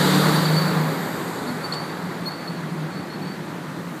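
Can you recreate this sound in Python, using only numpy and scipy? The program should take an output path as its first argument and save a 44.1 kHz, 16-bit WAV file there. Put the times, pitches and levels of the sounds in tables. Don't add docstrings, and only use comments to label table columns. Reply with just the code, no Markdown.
import sys
import numpy as np
from scipy import signal
from scipy.fft import rfft, irfft
from scipy.io import wavfile
from scipy.ndimage import uniform_filter1d

SR = 44100
rng = np.random.default_rng(int(sys.argv[2]) if len(sys.argv) > 2 else 0)


def transcribe(signal):
    frames = np.atleast_2d(signal).T
    limited = np.clip(frames, -1, 1)
    pcm = np.round(limited * 32767).astype(np.int16)
    wavfile.write(sys.argv[1], SR, pcm)


N = 176400
T = np.arange(N) / SR

# (time [s], pitch [Hz], level [dB])
EXHAUST_LOW_TONE = [(0, 146.8, -24.5), (.15, 149.4, -25.5), (.28, 153.8, -20.5), (.44, 155, -23),
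                    (.52, 156.9, -18.5), (.64, 156.7, -21), (.71, 156.5, -28), (.8, 157.1, -20),
                    (.93, 156, -32), (1.2, 151.4, -43)]
EXHAUST_HIGH_TONE = [(0, 181.2, -30), (.08, 184.4, -19.5), (.26, 190.5, -24), (.37, 179, -28),
                     (.43, 183.5, -25), (.5, 182.5, -28.5), (.72, 182.3, -25.5), (.83, 180.6, -36),
                     (1, 176, -58)]
# (time [s], rate [Hz], level of summed overtones [dB])
ENGINE_CYCLE = [(0, 36.7, -24), (.28, 38.06, -27.5), (.5, 39, -35), (.8, 38.95, -31.5), (1.2, 38.2, -65)]
# (multiple [1], relative level [dB])
ENGINE_ORDERS = [(7, -7.5), (8, 5), (9, -7), (11, -4), (12, -3), (13, -6.5), (14, 1)]
# (frequency [Hz], relative density [dB])
ROAR_SPECTRUM = [(30, -45), (60, -36), (110, -6.5), (170, 1), (300, 0), (480, -1.5), (680, -5), (1000, -3),
                 (1450, -5.5), (2000, -10), (2700, -21.5), (5000, -35.5)]
HISS_SPECTRUM = [(1000, -17), (2700, -10.5), (3300, -4.5), (3830, 0.5), (4150, -0.5), (4700, 0.5),
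                 (5050, -11.5), (6050, -14.5), (7200, -8.5), (9500, -16), (13300, -12.5), (15300, -40)]
# (time [s], level [dB])
ROAR_LEVEL = [(0, -22.5), (.25, -21), (.5, -25), (.8, -25.5), (1.1, -29.5), (1.35, -31.5), (1.7, -31),
              (2.2, -34.5), (3, -41), (4, -40.5)]
HISS_LEVEL = [(0, -26), (.3, -28.5), (.55, -32.5), (.9, -40), (1.3, -44), (1.7, -45.5), (2.2, -48),
              (3, -60), (4, -67)]
# (time [s], pitch [Hz], level [dB])
TURBO_WHISTLE = [(0, 12800, -45), (.4, 14000, -47), (.7, 14300, -51), (1, 12910, -47.5), (1.3, 11800, -51),
                 (1.65, 11000, -57), (2.1, 10800, -69), (2.6, 10500, -80)]
TURBO_WHINE = [(0, 8800, -51), (.35, 9430, -51), (.7, 10020, -55), (.95, 9650, -57), (1.15, 9300, -79)]
# (frequency [Hz], relative density [dB])
WASH_SPECTRUM = [(25, -46), (45, -42), (70, -23.5), (110, -9.5), (165, -2.5), (230, -2), (330, -1.5),
                 (420, -8.5), (700, -12), (1100, -12.5), (1900, -16.5), (2800, -25.5), (4400, -24.5),
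                 (5200, -33), (8000, -34), (9600, -38), (13500, -38), (15300, -57)]
# (time [s], level [dB])
WASH_LEVEL = [(0, -31.5), (2, -34.5), (2.8, -33), (3.5, -33), (4, -35)]
# (start [s], length [s], mid pitch [Hz], level [dB], rise [Hz/s], third harmonic [dB])
GEAR_SQUEAKS = [(.33, 0.033, 9280, -36, 0, -60), (0.336, 0.047, 4600, -30.5, 0, -30),
                (0.449, 0.02, 4520, -24.5, 0, -30), (0.564, .036, 4510, -23, -1000, -30),
                (.668, .028, 4570, -34, -2000, -30), (1.473, 0.04, 4420, -37.5, -3, -30),
                (1.634, 0.037, 4490, -34.5, 500, -30), (1.722, 0.01, 4390, -22.5, 3000, -35),
                (1.812, 0.088, 9240, -55, 0, -60), (2.254, 0.045, 4360, -30, 2199, -20),
                (2.472, 0.022, 4380, -31.5, 0, -25), (2.908, .14, 4440, -45, 1399, -30),
                (3.09, .075, 4340, -44, 1200.5, -23), (3.213, 0.027, 4450, -40.5, 1, -15),
                (3.235, 0.13, 4500, -45, 1799.5, -30)]
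# (start [s], length [s], pitch [Hz], level [dB], fade [dB/s])
METAL_RINGS = [(0.479, .24, 4465, -37, 13), (1.733, 0.24, 4453, -31, 113), (2.301, 0.171, 4410, -39, 75),
               (2.495, .09, 4400, -47, 55)]
# (peak time [s], sigma [s], pitch [Hz], level [dB])
CAR_BOOMS = [(1.518, 0.047, 245, -31.5), (1.71, .045, 155, -37.5), (1.94, .035, 154, -36),
             (2.025, 0.052, 181, -32.5), (2.517, 0.045, 184, -34), (2.794, 0.15, 157, -31.5),
             (3.249, 0.043, 182, -36), (3.853, 0.034, 172, -36)]
# (frequency [Hz], relative density [dB])
SCRAPE_SPECTRUM = [(1500, -25), (3000, 2), (4500, 6), (6000, -14), (7700, 1), (9500, -14), (15000, -30)]
# (frequency [Hz], relative density [dB])
NEXT_CAR_SPECTRUM = [(500, -10), (1700, 8), (3000, -8), (7500, 1), (10000, -6), (15300, -4)]
# (time [s], level [dB])
NEXT_CAR_LEVEL = [(3.2, -71), (3.6, -57), (3.9, -50.5), (4, -49)]


def amp(db):
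    return 10 ** (np.asarray(db) / 20)


def unit(x):
    return x / np.sqrt(np.mean(x ** 2) + 1e-20)


def curve(rows, column=1):
    rows = np.array(rows)
    return np.interp(T, rows[:, 0], rows[:, column])


def drift(rate_hz):
    hz = np.fft.rfftfreq(N, 1 / SR)
    return unit(irfft(rfft(rng.standard_normal(N)) / (1 + (hz / rate_hz) ** 4), N))


def phase_rad(hz):
    return 2 * np.pi * (np.cumsum(hz * np.ones(N)) / SR + rng.random())


def noise_band(hz, width_hz):
    phase = phase_rad(hz)
    return unit(drift(width_hz / 2) * np.cos(phase) + drift(width_hz / 2) * np.sin(phase))


def swell(peak_s, sigma_s):
    return np.exp(-((T - peak_s) / sigma_s) ** 2 / 2)


def noise(spectrum, patchy_db):
    frames = dict(nperseg=512, noverlap=384)
    bins = signal.stft(rng.standard_normal(N), **frames)[2]
    patches = uniform_filter1d(rng.standard_normal(bins.shape), size=8, axis=0)
    patches = unit(uniform_filter1d(patches, size=14, axis=1))
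    patchy = signal.istft(bins * amp(patchy_db * patches), **frames)[1][:N]
    hz, db = np.transpose(spectrum)
    colour_db = np.interp(np.log(np.fft.rfftfreq(N, 1 / SR) + 1), np.log(hz), db)
    return unit(irfft(rfft(patchy) * amp(colour_db), N))


def exhaust(waver_depth=0.0042, flutter_depth=0.5):
    waver = 1 + waver_depth * drift(rate_hz=14)
    drone = sum(amp(curve(tone, column=2)) * unit(np.sin(phase_rad(curve(tone) * waver)))
                for tone in (EXHAUST_LOW_TONE, EXHAUST_HIGH_TONE))
    cycle = phase_rad(curve(ENGINE_CYCLE) * waver)
    overtones = np.zeros(N)
    for order, db in ENGINE_ORDERS:
        flutter = 1 + flutter_depth * drift(rate_hz=12.6)
        overtones += amp(db) * flutter * np.sin(order * cycle + 2 * np.pi * rng.random())
    return drone + amp(curve(ENGINE_CYCLE, column=2)) * unit(overtones)


def tyres():
    roar = amp(curve(ROAR_LEVEL)) * noise(ROAR_SPECTRUM, patchy_db=0.88)
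    hiss = amp(curve(HISS_LEVEL)) * noise(HISS_SPECTRUM, patchy_db=1.23)
    return roar + hiss


def turbo(air_db=-6, blow_off_db=-48.5):
    whistle_hz = curve(TURBO_WHISTLE)
    core = noise_band(whistle_hz, width_hz=1300)
    air = amp(air_db) * noise_band(whistle_hz, width_hz=2400)
    whistle = amp(curve(TURBO_WHISTLE, column=2)) * unit(core + air)
    whine = amp(curve(TURBO_WHINE, column=2)) * noise_band(curve(TURBO_WHINE), width_hz=210)
    blow_off = amp(blow_off_db) * swell(peak_s=1.24, sigma_s=0.3) * noise_band(hz=7640, width_hz=2400)
    return whistle + whine + blow_off


def traffic(hum_db=-37.5):
    hum = amp(hum_db) * noise_band(hz=173, width_hz=40)
    wash = amp(curve(WASH_LEVEL)) * noise(WASH_SPECTRUM, patchy_db=1.16)
    return hum + wash


def squeaks(jitter_depth=0.011, second_db=-26):
    out = np.zeros(N)
    jitter = 1 + jitter_depth * drift(rate_hz=172)
    for start_s, length_s, hz, db, rise_hz_per_s, third_db in GEAR_SQUEAKS:
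        progress = np.clip((T - start_s) / length_s, 0, 1)
        phase = phase_rad(jitter * (hz + rise_hz_per_s * length_s * (progress - .5)))
        tone = np.sin(phase) + amp(second_db) * np.sin(2 * phase) + amp(third_db) * np.sin(3 * phase)
        arch = np.maximum(1 - (2 * progress - 1) ** 2, 0) ** 0.89
        out += amp(db) * np.sqrt(2) * arch * tone
    return out


def house_fronts(direct, t60_s=0.4, echo_db=-13, tap_density=0.02):
    taps = rng.standard_normal(SR) * (rng.random(SR) < tap_density)
    taps *= amp(-60 * T[:SR] / t60_s)
    return direct + amp(echo_db) * signal.fftconvolve(direct, taps / np.linalg.norm(taps))[:N]


def ringing(rise_hz_per_s=295, wander_hz=35, beat_hz=100):
    out = np.zeros(N)
    lower_offset_hz = wander_hz * drift(rate_hz=81)
    upper_offset_hz = beat_hz + wander_hz * drift(rate_hz=79.6)
    for start_s, length_s, hz, db, fade_db_per_s in METAL_RINGS:
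        age_s = np.clip(T - start_s, 0, length_s)
        gate = (age_s > 0) & (age_s < length_s)
        envelope = uniform_filter1d(gate * amp(db - fade_db_per_s * age_s), size=128)
        pitch_hz = hz + rise_hz_per_s * age_s
        lower = np.sin(phase_rad(pitch_hz + lower_offset_hz))
        upper = np.sin(phase_rad(pitch_hz + upper_offset_hz))
        out += envelope * unit(lower + upper)
    return out


def car_booms():
    return sum(amp(db) * swell(peak_s, sigma_s) * unit(np.sin(phase_rad(hz)))
               for peak_s, sigma_s, hz, db in CAR_BOOMS)


def scrape(level_db=-34):
    return amp(level_db) * swell(peak_s=1.74, sigma_s=0.009) * noise(SCRAPE_SPECTRUM, patchy_db=1)


def next_car():
    return amp(curve(NEXT_CAR_LEVEL)) * noise(NEXT_CAR_SPECTRUM, patchy_db=0)


def scene(grip_flutter_db=2.8):
    grip = unit(amp(grip_flutter_db * drift(rate_hz=50)))
    truck = exhaust() + tyres() + turbo()
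    running_gear = grip * (squeaks() + scrape() + ringing())
    return (truck + house_fronts(running_gear) + traffic() + car_booms() + next_car())[None]


def record(dry, cutoff_hz=15300):
    lowpass = signal.firwin(511, cutoff_hz, window=("kaiser", 9), fs=SR)
    return signal.oaconvolve(dry, lowpass[None], "same")


dry = scene()
out = record(dry)
transcribe(out)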